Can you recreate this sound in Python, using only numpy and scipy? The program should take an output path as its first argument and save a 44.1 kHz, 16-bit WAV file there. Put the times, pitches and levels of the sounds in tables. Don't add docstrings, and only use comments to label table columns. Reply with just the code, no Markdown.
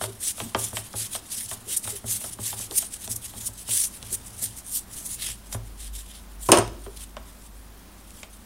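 import sys
import numpy as np
from scipy import signal
from scipy.fft import rfft, irfft
from scipy.io import wavfile
from scipy.ndimage import uniform_filter1d

SR = 44100
rng = np.random.default_rng(int(sys.argv[2]) if len(sys.argv) > 2 else 0)


def unload_audio(sound):
    columns = np.transpose(np.atleast_2d(sound))
    steps = np.round(np.clip(columns, -1, 1) * 32767)
    wavfile.write(sys.argv[1], SR, steps.astype(np.int16))


N = 372644
TURNING_ENDS_S = 5.4

# (start [s], length [s], hiss level [dB], rasp compared with the hiss [dB])
GLOVE_SLIDES = [(0, 0.077, -32.5, -4.5), (0.194, 0.15, -26.5, -7), (0.341, 0.13, -35.5, -6.5),
                (0.551, 0.181, -31.5, -9.5), (0.721, 0.11, -34, -8), (0.817, 0.088, -49, -2),
                (0.943, 0.15, -29.5, -6), (1.096, 0.11, -34, -6), (1.296, 0.07, -33, -5),
                (1.32, 0.17, -33, -10.5), (1.469, 0.1, -34, -8.5), (1.667, 0.12, -28, -6),
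                (1.76, 0.028, -24, -32), (1.814, 0.14, -33.5, -6.5), (1.944, 0.048, -35.5, -5),
                (2.049, 0.15, -26, -12.5), (2.179, 0.142, -35, -8), (2.303, 0.05, -40.5, -6),
                (2.388, 0.19, -31, -7.5), (2.539, 0.15, -35, -6), (2.692, 0.21, -31, -9.5),
                (2.759, 0.042, -19.5, -27), (2.905, 0.078, -38, -6), (2.974, 0.13, -39.5, -6),
                (3.088, 0.063, -27.5, -15.5), (3.156, 0.015, -27, -21), (3.198, 0.12, -39.5, -6.5),
                (3.338, 0.15, -38.5, -10), (3.452, 0.034, -24.5, -14.5), (3.529, 0.019, -41, -14),
                (3.56, 0.094, -38.5, -9.5), (3.665, 0.093, -28.5, -6.5), (3.691, 0.201, -21.5, -13),
                (3.908, 0.08, -41, -5), (3.997, 0.14, -43.5, -3.5), (4.121, 0.04, -23.5, -16),
                (4.254, 0.038, -42, -12), (4.324, 0.21, -40, -10), (4.406, 0.067, -28, -15),
                (4.552, 0.065, -38, -10.5), (4.642, 0.1, -40.5, -12), (4.703, 0.108, -25, -17),
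                (4.888, 0.19, -37.5, -9.5), (5.039, 0.042, -29, -14), (5.065, 0.11, -33.5, -12),
                (5.163, 0.19, -35, 1), (5.512, 0.049, -32, -10), (5.757, 0.16, -45.5, 0),
                (5.917, 0.12, -38.5, -4.5), (6.019, 0.22, -51.5, 1.5), (6.38, 0.26, -34.5, -11),
                (6.954, 0.037, -45, 0.5), (6.983, 0.076, -42.5, -3.5), (8.13, 0.13, -50, -6.5),
                (8.282, 0.12, -53, -5)]
# (frequency [Hz], relative level [dB])
HISS_SPECTRUM = [(2500, -39), (4000, -20.5), (6000, -11), (7000, -8.5), (7800, -6), (8700, -3.5),
                 (9600, -2.5), (10400, -4.5), (11200, -8), (13000, -12), (15600, -19)]
RASP_SPECTRUM = [(300, -8), (1000, -19.5), (1800, -4.5), (2500, -3.5), (3200, 3), (3800, 2), (4400, -2.5),
                 (5300, -0.5), (6500, -6), (10000, 2.5), (15000, -22)]
SIZZLE_SPECTRUM = [(6000, -19), (9500, 12), (11000, 2), (13500, 1), (15600, -6)]
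# (time [s], relative strength [dB], hardness [dB per octave])
HOUSING_BLOWS = [(0.012, -33, 1.7), (0.038, -35, 3), (0.38, -46, 3), (0.401, -33, 4), (0.547, -24, 2),
                 (0.729, -45, -2), (0.769, -34.5, 7), (0.938, -41.5, -1.5), (1.151, -38.5, 5),
                 (1.513, -40, 4), (1.852, -51, -1.5), (1.874, -38.5, 2.5), (2.041, -46, -4),
                 (2.212, -52, 4), (2.241, -41, 1.5), (2.387, -44, -3.5), (2.528, -40, 3),
                 (2.597, -49.5, -2), (2.715, -45.5, 0.5), (2.826, -46, 5), (3.075, -46, -1),
                 (3.1, -56.5, -5), (3.336, -50, 3.5), (3.358, -58, -6), (3.487, -55, -3),
                 (3.687, -46.5, -0.5), (4.03, -55.5, -3), (4.12, -57.5, -5), (4.42, -59, -5.5),
                 (5.287, -53, -1), (5.525, -47.5, 6.5), (5.546, -38.5, -1.5), (6.863, -47, 1.5),
                 (7.167, -39, 3), (8.231, -48, 9)]
# (time [s], body [dB], thud [dB], knock [dB], click [dB], clink [dB])
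BOUNCES = [(6.488, -15.5, -28, -19, -34, -34), (6.5183, -13, -26, -13.5, -14, -8.5),
           (6.528, -13, -30, -27, -41, -39), (6.5727, -17.5, -30, -23.5, -25.5, -20.5),
           (6.5859, -28.5, -27.5, -34.5, -45, -22)]
# (from [Hz], to [Hz])
BLOW_BANDS = [(560, 1800), (60, 260), (260, 560), (1800, 6000), (6000, 15500)]
# (frequency [Hz], relative level [dB], time to fade by 60 dB [s])
HOUSING_MODES = [(110.3, 2, 0.28), (221, -13, 0.05), (388.6, 0, 0.26), (522, -12.5, 0.11), (622.4, 1, 0.12),
                 (667, 6.5, 0.064), (828, 1.5, 0.078), (940, -16, 0.037), (1026, -5, 0.098),
                 (1052, 1, 0.036), (1210, -22, 0.018), (1384, -5, 0.016), (2320, -14, 0.02),
                 (3138, 0, 0.029), (3390, -6, 0.027), (3670, -2, 0.018)]
BENCH_MODES = [(111.7, 3, 0.26), (199, 2, 0.14), (235, -2.5, 0.22), (329, -6.5, 0.12), (357.3, -3, 0.24),
               (395.4, -0.5, 0.13), (527, -8.5, 0.19), (580, 4, 0.14), (649, -5, 0.22), (726, -3, 0.17),
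               (961, 12.5, 0.078), (1038, 9, 0.084), (1150, 4, 0.022), (1280, 0, 0.16), (1580, -11, 0.12),
               (2520, -8.5, 0.073), (2685, -6, 0.044), (2940, -7, 0.035), (3240, -4, 0.031),
               (5170, -3.5, 0.033), (8450, -14, 0.0054), (8700, -9.5, 0.018), (9370, -18, 0.017)]
# (frequency [Hz], relative level [dB])
HOUSING_CRACK_SPECTRUM = [(60, -5), (108, 8), (155, -31), (210, 1), (290, -10.5), (400, -5), (700, -1.5),
                          (1300, -4), (1650, -9), (2400, -11.5), (3200, -8), (4500, -17), (8000, -20),
                          (15000, -42)]
BENCH_CRACK_SPECTRUM = [(70, -24), (112, -3), (155, -5), (240, 0), (350, 5.5), (680, -5.5), (820, -9),
                        (1020, -8.5), (1700, -20.5), (2650, -9), (4000, -17.5), (7800, -13.5), (8800, -7),
                        (11000, -17.5), (15000, -33)]
# (time [s], level [dB])
SCREW_TICKS = [(0.93, -33), (1.2916, -37), (1.461, -35), (2.711, -27), (3.0297, -34), (3.077, -28),
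               (4.0276, -28), (4.545, -48), (5.528, -25), (5.953, -36.5), (6.678, -33.5), (8.106, -35.5)]
# (frequency [Hz], relative level [dB])
TICK_SPECTRUM = [(1000, -22), (2500, -9), (3400, -1), (4500, -3), (7000, 0), (10000, -2), (12000, -12),
                 (15000, -22)]
# (start [s], length [s], pitch [Hz], level [dB])
BASE_SLIPS = [(0.077, 0.048, 390, -41), (0.417, 0.088, 225, -37.5), (1.665, 0.06, 420, -48),
              (1.926, 0.047, 410, -42.5), (2.705, 0.054, 390, -42), (4.115, 0.045, 380, -47.5),
              (6.865, 0.045, 400, -40)]
# (frequency [Hz], time to fade by 60 dB [s])
ROOM_DECAY = [(100, 0.84), (500, 0.41), (2000, 0.39), (6000, 0.42), (9000, 0.24), (14000, 0.26)]
# (time [s], relative level [dB])
DRONE_SWELL = [(0.0, -60), (2.2, -60), (3.4, -52), (5.25, -50.5), (5.6, -38.5), (5.97, -37.5),
               (6.14, -48.5), (6.4, -40), (7.1, -43), (8.45, -52.5)]
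# (frequency [Hz], relative level [dB])
AIR_SPECTRUM = [(20, -11.5), (55, -14), (80, -5.5), (140, -20.5), (195, -10.5), (300, -17.5), (450, -23.5),
                (700, -23.5), (1000, -23.5), (1500, -27), (2600, -32), (6000, -34.5), (10000, -40),
                (15500, -34.5)]


def glove(speed_power=1.34, creep_turning_db=-53, creep_after_db=-60, creep_rasp_db=-4.5):
    creep_db = creep_after_db + (creep_turning_db - creep_after_db) * turning()
    hiss_power = amp(creep_db + 3 * wander(rate_hz=9.6)) ** 2
    rasp_power = hiss_power * amp(creep_rasp_db) ** 2
    for start, length, db, rasp_db in GLOVE_SLIDES:
        speed = signal.windows.cosine(round(length * SR))
        power = (amp(db) * speed ** speed_power) ** 2
        add(hiss_power, start, power)
        add(rasp_power, start, power * amp(rasp_db) ** 2)
    hiss_power, rasp_power = stretched(hiss_power), stretched(rasp_power)
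    sizzle_gain = amp(np.clip(-16 - 4 * np.log10(rasp_power / hiss_power), -20, -9))
    hiss = coloured(slips(per_s=22000, spread_db=1.5), HISS_SPECTRUM)
    sizzle = coloured(slips(per_s=18000, spread_db=6.5), SIZZLE_SPECTRUM)
    hiss = patchy(hiss + sizzle_gain * sizzle, depth_db=2.5) * np.sqrt(hiss_power)
    rasp = coloured(slips(per_s=9000, spread_db=1.2), RASP_SPECTRUM)
    rasp = patchy(rasp, depth_db=2) * np.sqrt(rasp_power)
    judder_db = 1.27 * wander(rate_hz=78) + 1.64 * wander(rate_hz=39)
    return (hiss + rasp) * amp(judder_db)


def slips(per_s, spread_db):
    size = amp(spread_db * np.minimum(rng.exponential(1, N), 4))
    return size * rng.standard_normal(N) * (rng.random(N) < per_s / SR)


def stretched(power, stretch_s=0.035, stretch_db=-8.5):
    window = signal.windows.hann(2 * round(stretch_s * SR))
    return power + amp(stretch_db) ** 2 * abs(signal.oaconvolve(power, window / window.sum(), "same"))


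def patchy(x, depth_db):
    frames = signal.stft(x, SR, nperseg=512, noverlap=384)[2]
    patches = uniform_filter1d(rng.standard_normal(frames.shape), size=9, axis=0)
    patches = uniform_filter1d(patches, size=12, axis=1)
    frames *= amp(depth_db * unit(patches))
    return unit(signal.istft(frames, SR, nperseg=512, noverlap=384)[1][:N])


def housing_clicks(band_db=(0, -3, -5, -9, -29)):
    out, response = np.zeros(N), band_response(HOUSING_CRACK_SPECTRUM, lag_s=0.00261)
    octaves_above_body = np.log2(BLOW_BANDS).mean(1) - np.log2(BLOW_BANDS[0]).mean()
    for start, db, hardness in HOUSING_BLOWS:
        levels_db = db + hardness * octaves_above_body + band_db
        blow = strike(HOUSING_MODES, response, levels_db, wave_db=-1, rise_cycles=0.88, uneven_db=5,
                      crack_db=(0, -9, 7, -1, 0), crack_fade_s=(0.092, 0.3, 0.12, 0.062, 0.02))
        add(out, start, blow)
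    return out


def screwdriver_clatter(gain_db=-1):
    out, response = np.zeros(N), band_response(BENCH_CRACK_SPECTRUM, lag_s=0.000804)
    for start, *levels_db in BOUNCES:
        blow = strike(BENCH_MODES, response, levels_db, wave_db=-9, rise_cycles=0.22, uneven_db=2,
                      crack_db=(0, -11.5, 2, 0, -3), crack_fade_s=(0.19, 0.18, 0.19, 0.16, 0.042))
        add(out, start, blow)
    return amp(gain_db) * out


def strike(modes, response, levels_db, crack_db, crack_fade_s, wave_db, rise_cycles, uneven_db):
    t = np.arange(SR // 2) / SR
    hz, db, ring_s = np.transpose(modes)[:, :, None]
    db = db + uneven_db * rng.standard_normal(hz.shape)
    notes = amp(db - 60 * t / ring_s) * np.sin(2 * np.pi * (hz * t + rng.random(hz.shape)))
    out, offset = np.zeros(len(t)), rng.integers(SR, N - SR)
    bands = zip(BLOW_BANDS, response, levels_db, crack_db, crack_fade_s)
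    for (low, high), (wave, noise), level_db, share_db, fade_s in bands:
        centre_hz = np.sqrt(low * high)
        attack = slice(round(SR * max(0.01, 4 / centre_hz)))
        ring = notes[(hz[:, 0] >= low) & (hz[:, 0] < high)].sum(0)
        crack = noise[offset:offset + len(t)] * amp(-60 * t / fade_s)
        tail = ring / (ring[attack].std() + 1e-9) + amp(share_db) * crack / crack[attack].std()
        tail *= 1 - np.exp(-t * centre_hz / rise_cycles)
        first_wave = amp(wave_db) * wave[:len(t)] / wave[attack].std()
        out += amp(level_db) * (tail / tail[attack].std() + first_wave)
    return out


def band_response(spectrum, lag_s):
    hz = np.fft.rfftfreq(N, 1 / SR)
    travel_s = lag_s * np.sqrt(1000 / (hz + 1))
    wave = irfft(np.exp(-2j * np.pi * np.cumsum(travel_s - travel_s[-1]) * hz[1]), N)
    wave_and_noise = [coloured(wave, spectrum), coloured(rng.standard_normal(N), spectrum)]
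    filters = [signal.butter(3, edges, "band", fs=SR, output="sos") for edges in BLOW_BANDS]
    return [signal.sosfilt(band, wave_and_noise) for band in filters]


def screw_ticks(fade_s=0.01):
    loudness, t = np.zeros(N), np.arange(SR // 20) / SR
    for start, db in SCREW_TICKS:
        add(loudness, start, amp(db - 60 * t / fade_s))
    return loudness * coloured(rng.standard_normal(N), TICK_SPECTRUM)


def base_groans(jitter_cycles=0.15):
    out, t = np.zeros(N), np.arange(N) / SR
    jitter = jitter_cycles * wander(rate_hz=104)
    for start, length, hz, db in BASE_SLIPS:
        progress = np.clip((t - start) / length, 0, 1)
        swell = np.sin(np.pi * progress ** 0.45)
        out += amp(db) * swell * unit(np.sin(2 * np.pi * (hz * t + jitter)))
    return out


def thread_grumble(level_db=-57, width_hz=26, swing_db=3):
    lowest_hz = HOUSING_MODES[0][0]
    resonance = signal.iirpeak(lowest_hz, lowest_hz / width_hz, SR)
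    stirred = unit(signal.lfilter(*resonance, signal.lfilter(*resonance, rng.standard_normal(N))))
    return stirred * amp(level_db + swing_db * wander(rate_hz=1.9)) * turning()


def room_echo(x, delay_s=0.0049):
    reflections = rng.standard_normal(SR) * (rng.random(SR) < 0.1) * (np.arange(SR) > delay_s * SR)
    hz, t, frames = signal.stft(reflections, SR, nperseg=256)
    frames *= amp(-60 * t / value_at(ROOM_DECAY, hz)[:, None])
    tail = signal.istft(frames, SR, nperseg=256)[1]
    return signal.fftconvolve(x, tail / np.linalg.norm(tail))[:N]


def background(drone_hz=50, drone_gain_db=-1, air_db=-49, whine_hz=12550, whine_db=-68):
    t = np.arange(N) / SR
    drone = unit(np.sin(2 * np.pi * (drone_hz * t + 0.041 * wander(rate_hz=13.4))))
    drone *= amp(np.interp(t, *np.transpose(DRONE_SWELL)) + drone_gain_db + 2 * wander(rate_hz=5.7))
    air = coloured(rng.standard_normal(N), AIR_SPECTRUM) * amp(air_db - 0.8 * wander(rate_hz=3.4))
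    whine = amp(whine_db) * unit(wander(rate_hz=460) * np.sin(2 * np.pi * whine_hz * t))
    return drone + air + whine


def turning():
    return np.clip((TURNING_ENDS_S - np.arange(N) / SR) / 0.1, 0, 1)


def amp(db):
    return 10 ** (np.asarray(db) / 20)


def unit(x):
    return x / np.sqrt(np.mean(x ** 2) + 1e-20)


def value_at(points, hz):
    point_hz, values = np.transpose(points)
    return np.interp(np.log(hz + 1), np.log(point_hz), values)


def coloured(x, spectrum):
    return unit(irfft(rfft(x) * amp(value_at(spectrum, np.fft.rfftfreq(N, 1 / SR))), N))


def wander(rate_hz):
    hz = np.fft.rfftfreq(N, 1 / SR)
    return unit(irfft(rfft(rng.standard_normal(N)) / (1 + (hz / rate_hz) ** 4), N))


def add(mix, start_s, sound):
    part = mix[max(round(start_s * SR), 0):][:len(sound)]
    part += sound[:len(part)]


def scene(hit_echo_db=-13, glove_echo_db=-19):
    hits = housing_clicks() + base_groans() + screw_ticks() + screwdriver_clatter()
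    rubbing = glove()
    echo = room_echo(amp(hit_echo_db) * hits + amp(glove_echo_db) * rubbing)
    return (hits + rubbing + thread_grumble() + echo + background())[None]


def record(dry, cutoff_hz=15830):
    lowpass = signal.firwin(511, cutoff_hz, window=("kaiser", 9), fs=SR)
    return signal.oaconvolve(np.clip(dry, -1, 1), lowpass[None], "same")


dry = scene()
out = record(dry)
unload_audio(out)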